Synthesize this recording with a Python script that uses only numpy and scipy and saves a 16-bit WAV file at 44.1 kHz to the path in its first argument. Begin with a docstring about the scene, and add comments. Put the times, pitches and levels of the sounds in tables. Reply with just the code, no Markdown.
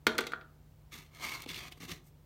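"""Hollow plastic knocks and clacks on a kitchen counter, over a faint appliance hum.
Then a thin plastic tray is pulled across the gritty top in six strokes. Grit under its base
makes the walls ring and the tray's floor rumble; coarse grains catch and tick.
The tray bumps once as it is turned, with a few fainter bumps around it. The room is small and live."""
import sys
import numpy as np
from scipy import signal
from scipy.fft import rfft, irfft
from scipy.io import wavfile

SR = 44100
rng = np.random.default_rng(int(sys.argv[2]) if len(sys.argv) > 2 else 0)


def transcribe(signal):
    """Save signal, clipped to [-1, 1], as a 16-bit WAV file at the path in sys.argv[1]."""
    frames = np.atleast_2d(signal).T
    limited = np.clip(frames, -1, 1)
    pcm = np.round(limited * 32767).astype(np.int16)
    wavfile.write(sys.argv[1], SR, pcm)


N = 99225
TIME_S = np.arange(N) / SR


def from_db(db):
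    """Decibels to gain."""
    return 10 ** (np.asarray(db) / 20)


def rms_one(x):
    """Scale to rms 1."""
    return x / np.sqrt(np.mean(x ** 2) + 1e-20)


def at_hz(points, hz):
    """Interpolate a table over log frequency."""
    freqs_hz, values = np.transpose(points)
    return np.interp(np.log(np.maximum(hz, 1)), np.log(freqs_hz), values)


def through(x, response):
    """Convolve, keeping the input length."""
    return signal.fftconvolve(x, response)[:len(x)]


def colour(x, curve, size=8192):
    """Minimum-phase filter; curve rows: freq_hz, gain_db."""
    bins_hz = np.arange(size // 2 + 1) * SR / size
    cepstrum = irfft(np.log(from_db(at_hz(curve, bins_hz))))
    cepstrum[1:size // 2] *= 2
    cepstrum[size // 2 + 1:] = 0
    return through(x, irfft(np.exp(rfft(cepstrum))))


def cut(x, hz, kind, order=2):
    """Butterworth low- or high-pass."""
    sos = signal.butter(order, np.clip(hz, 10, .45 * SR), kind, fs=SR, output="sos")
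    return signal.sosfilt(sos, x + 1e-18)


def ringing(modes):
    """0.5 s of decaying sines, alternating in sign."""
    t = TIME_S[:SR // 2]
    return sum((-1) ** k * from_db(db - 60 * t / t60_s) * np.sin(2 * np.pi * hz * t)
               for k, (hz, db, t60_s) in enumerate(modes))


def dense_ring(decay, onset_s=0):
    """Overlapping modes: noise decaying band by band, unit gain per band."""
    t = TIME_S[:SR // 2]
    white = rfft(rng.standard_normal(len(t)))
    hz = np.arange(len(white)) * SR / len(t)
    edges_hz = np.geomspace(70, 18000, 20)
    attack = np.minimum(t / (onset_s + 1e-6), 1) ** 2
    out = 0
    for low, high in zip(edges_hz, edges_hz[1:]):
        t60_s = at_hz(decay, np.sqrt(low * high))
        band = irfft(white * ((hz >= low) & (hz < high)), len(t))
        band *= attack * from_db(-60 * t / t60_s)
        out += band * np.sqrt(2 * (high - low) / SR / np.sum(band ** 2))
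    return out


def drift(rate_hz):
    """Linear glide between unit-normal random values."""
    knots = rng.standard_normal(200)
    return np.interp(TIME_S * rate_hz, np.arange(len(knots)), knots)


def add(out, start_s, sound):
    """Mix a sound in at start_s."""
    i = int(start_s * SR)
    out[i:i + len(sound)] += sound[:N - i]


def background():
    """Steady low rumble, thin hiss and appliance hum."""
    # noise spectrum: freq_hz, gain_db
    air_colour = [(20, -37.5), (32, -19), (46, -6), (65, -2.5), (100, -4.5), (150, -11), (220, -16),
                  (400, -20.5), (800, -25), (1600, -33), (4000, -37.5), (10500, -43), (15000, -37)]
    # hum lines: pitch_hz, rms_db
    hum_lines = [(49, -65.5), (81, -71.5), (149.7, -63)]
    air = rms_one(colour(rng.standard_normal(N + SR), air_colour)[SR:])
    hum = sum(np.sqrt(2) * from_db(db) * np.sin(2 * np.pi * (hz * TIME_S + rng.random()))
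              for hz, db in hum_lines)
    return from_db(-62) * air + hum


def knocks():
    """Contacts ring the plastic and thud the counter; hard ones crack, soft ones sound hollow."""
    # contacts: start_s, gain_db, lowpass_hz, highpass_hz, hollow_db, crack_db
    contacts = [(0.0675, -1.5, 12200, 900, -19, 7), (0.0684, 2, 3000, 111.4, -2, -1.5),
                (0.0712, -16, 6040, 200, 1, 3), (0.153, -25.5, 5000, 610, -8, 6),
                (0.181, -4, 12400, 2360, -6, 7.5), (0.1868, -2, 2880, 220, -1.5, 5),
                (0.2068, -13, 4000, 305, -19, 15.5), (0.238, -19.5, 4000, 1190, -1, -3),
                (0.2682, -11.5, 11000, 3100, -14, 4), (0.2684, -22, 2500, 199, -23, -6),
                (0.3198, -21, 4000, 400, 0, 10.5), (0.3348, -15.5, 1550, 195.4, 9.5, -10),
                (0.411, -30.5, 4500, 1500, -5, -10)]
    # dense ring spectrum: freq_hz, gain_db
    ring_colour = [(90, -8), (220, 9), (450, 9), (600, -2), (1000, 6), (1700, 2), (2200, 10.5), (2800, 3),
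                   (3600, 3), (4600, 4.5), (5050, -4), (6000, -5.5), (10500, -15.5), (13000, -12.5),
                   (14800, -7), (16000, -20.5)]
    # dense ring decay: freq_hz, t60_s
    ring_decay = [(200, .06), (700, 0.031), (2000, 0.04), (6000, 0.034), (15000, .028)]
    # clear plastic modes, hollow ring, counter thud: pitch_hz, gain_db, t60_s
    plastic_modes = [(222.5, -41, .18), (362, -38.5, 0.16), (404.7, -42.5, 0.21), (491, -33, 0.061),
                     (629.4, -42.5, 0.26), (1252, -36, .08), (1565, -35, 0.1), (2060, -25, 0.022),
                     (2432, -36, .035), (3223, -33.5, 0.035), (3434, -32, 0.035), (4165, -33.5, .025)]
    hollow_modes = [(1210, -24, 0.017), (1446, -13, 0.015), (1893, -26, 0.027)]
    thud_modes = [(86, -54.5, 0.4), (109, -52, 0.14)]
    out = np.zeros(N)
    for start_s, gain_db, lowpass_hz, highpass_hz, hollow_db, crack_db in contacts:
        body = colour(dense_ring(ring_decay), ring_colour)
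        body += ringing(plastic_modes + thud_modes)
        body += from_db(hollow_db) * ringing(hollow_modes)
        body = colour(body, [(4500, 0.0023), (9000, crack_db)])  # treble shelf
        body = cut(body, lowpass_hz, "low", order=1)
        add(out, start_s, from_db(gain_db) * cut(body, highpass_hz, "high"))
    return out


def grit(impacts_per_s=4200, spread_db=3, judder_db=1.5, judder_hz=69):
    """Dense, uneven micro-impacts, juddering as the tray sticks and slips."""
    sizes = from_db(spread_db * np.minimum(rng.exponential(1, N), 4))
    signs = rng.choice([-1, 1], N)
    judder = rms_one(cut(rng.standard_normal(N), judder_hz, "low"))
    hits = rng.random(N) < impacts_per_s / SR
    return sizes * signs * hits * from_db(judder_db * judder)


def wall(impacts, modes, swing_db=3.5, swing_hz=14):
    """Wall modes rung by grit; each swells and fades as the contact points shift. 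Rms 1."""
    out = np.zeros(N)
    for k, mode in enumerate(modes):
        drive = impacts * from_db(swing_db * drift(swing_hz))
        out += (-1) ** k * through(drive, ringing([mode]))
    return rms_one(out)


def scrape():
    """Grit drives the tray's base and walls; the balance changes per stroke."""
    # one envelope per stroke: time_s, gain_db
    strokes = [
        [(0.91, -72), (0.922, -52.5), (0.934, -46), (0.994, -51), (1.1, -72)],
        [(1.11, -71), (1.148, -56.5), (1.192, -54.5), (1.222, -41.5), (1.25, -38), (1.284, -42), (1.294, -38),
         (1.304, -47.5), (1.314, -41.5), (1.366, -42.5), (1.372, -47), (1.42, -52.5), (1.448, -52)],
        [(1.474, -55), (1.494, -40), (1.51, -38), (1.524, -44.5), (1.542, -43.5), (1.612, -44), (1.616, -44.5),
         (1.684, -49), (1.7, -61)],
        [(1.705, -70), (1.719, -51), (1.725, -49), (1.743, -70.5), (1.781, -59.5), (1.79, -67)],
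        [(1.795, -81), (1.803, -49), (1.819, -45.5), (1.841, -42), (1.871, -57.5), (1.889, -43.5),
         (1.921, -39.5), (1.929, -46), (1.977, -58), (2.01, -81)],
        [(2.04, -78.5), (2.064, -72), (2.084, -69), (2.12, -102)],
    ]
    # how each stroke bears on the counter:
    # rasp_db, rumble_db, low_wall_db, main_wall_db, high_wall_db, hiss_db
    bearings = [(-1, -2, -5, -6, -5.5, -7.5), (-0.5, -18.5, -1, 0.5, -2, -8),
                (-2.5, -4.5, -6.5, -8, 0, -12), (-2.5, -1, -1.5, -14, -1, -5),
                (-1, 3.5, -6, -30, -6.5, -13.5), (-9, -9, -27, -5, -9, 10.5)]
    # spectra of rasp, base rumble, contact hiss: freq_hz, gain_db
    rasp_colour = [(200, -5.5), (420, -5), (580, -12), (900, -23.5), (1500, -1.5), (2100, 9), (3200, -4),
                   (4500, 0.5), (5000, -6), (5600, -2), (6400, -3.5), (7600, -8.5), (10500, -17),
                   (15500, -21)]
    rumble_colour = [(50, -8.5), (110, 3), (165, 8.5), (205, -7), (250, -3.5), (370, -0.5), (540, -15),
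                     (1200, -28)]
    hiss_colour = [(2000, -20), (6200, -1), (7500, -5), (8250, 2), (9000, -3), (10000, -3.5),
                   (10500, -10.5), (12000, -1), (14700, -1), (16000, -17)]
    # wall modes: pitch_hz, gain_db, t60_s
    low_modes = [(766, -11, 0.03), (789, -11.5, 0.023), (1123, 2, 0.017), (1128, -3.5, 0.043),
                 (1235, -7.5, 0.036)]
    main_modes = [(1855, -4, 0.027), (2110, 0, 0.06), (2280, 3, 0.034)]
    high_modes = [(2560, 7, 0.017), (2628, 11.5, 0.016), (3215, 4.5, 0.017), (3437, 4.5, 0.028),
                  (4250, -2.5, 0.038), (4616, -3, 0.056)]
    impacts = grit()
    layers = np.array([from_db(-3.5) * rms_one(colour(impacts, rasp_colour)),
                       from_db(-9.5) * rms_one(colour(impacts, rumble_colour)),
                       from_db(-6.5) * wall(impacts, low_modes),
                       from_db(-9.5) * wall(impacts, main_modes),
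                       from_db(-6) * wall(impacts, high_modes),
                       from_db(-7.5) * rms_one(colour(impacts, hiss_colour))])
    out = np.zeros(N)
    for stroke, balance_db in zip(strokes, bearings):
        time_s, gain_db = np.transpose(stroke)
        envelope = from_db(np.interp(TIME_S, time_s, gain_db, left=-np.inf, right=-np.inf))
        out += envelope * (from_db(balance_db) @ layers)
    return out


def grain_ticks():
    """Coarse grains catch under the tray and tick; one tick sounds with the tray's main bump."""
    # catches, and the tick of the main bump at 1.4612 s: start_s, gain_db, highpass_hz
    catches = [(0.934, -38, 5000), (1.148, -30, 6000), (1.248, -30, 600), (1.291, -39, 1000),
               (1.332, -31, 1200), (1.42, -17.5, 6600), (1.4612, -32, 400), (1.49, -22.5, 1790),
               (1.544, -22.5, 2000), (1.562, -24.5, 1800), (1.722, -26.5, 3000), (1.916, -23.5, 1000)]
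    # tick decay: freq_hz, t60_s
    tick_decay = [(1000, 0.034), (15000, 0.018)]
    # tick spectrum: freq_hz, gain_db
    tick_colour = [(400, -6), (1500, -24), (2200, 19), (4200, 12), (7000, -2.5), (15000, -5.5)]
    out = np.zeros(N)
    for start_s, gain_db, highpass_hz in catches:
        tick = colour(dense_ring(tick_decay), tick_colour)
        add(out, start_s, from_db(gain_db) * cut(tick, highpass_hz, "high"))
    return out


def tray_bumps():
    """Dull bumps ring the tray's low modes."""
    # bumps: start_s, gain_db
    bumps = [(0.951, -57), (1.461, -39.5), (1.772, -55), (1.806, -50), (1.832, -46)]
    # tray modes: pitch_hz, gain_db, t60_s
    tray_modes = [(257, 0, 0.06), (359, 0, 0.03), (483, -6, 0.063), (830, -4, 0.016)]
    out = np.zeros(N)
    for start_s, gain_db in bumps:
        add(out, start_s, from_db(gain_db) * ringing(tray_modes))
    return out


def room(send):
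    """Diffuse reverb of a small live room; bass lasts longest."""
    # reverb decay: freq_hz, t60_s
    room_decay = [(150, 1), (400, 0.521), (1500, 0.33), (4000, 0.26), (8000, .3), (15000, .2)]
    # reverb spectrum: freq_hz, gain_db
    room_colour = [(100, -6.5), (350, -3), (700, -2), (1500, -5.5), (2300, -11.5), (3000, -8), (3800, -4),
                   (4400, -11), (6000, -9.5), (15000, -14.5)]
    response = colour(dense_ring(room_decay, onset_s=0.0073), room_colour)
    return through(send, response)


def scene():
    """Knocks, then the tray, with reverb and background; mono."""
    knocked = from_db(2) * knocks()
    tray = scrape() + grain_ticks() + tray_bumps()
    reverb = room(from_db(-1.5) * knocked + from_db(-5.5) * tray)
    return (knocked + tray + reverb + background())[None]


def record(dry):
    """Deep bass roll-off and steep top cut."""
    highpass_hz, lowpass_hz = 45, 15900
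    top_cut = signal.ellip(10, .1, 70, lowpass_hz, fs=SR, output="sos")
    return signal.sosfilt(top_cut, cut(dry, highpass_hz, "high", order=4))


dry = scene()
out = record(dry)
transcribe(out)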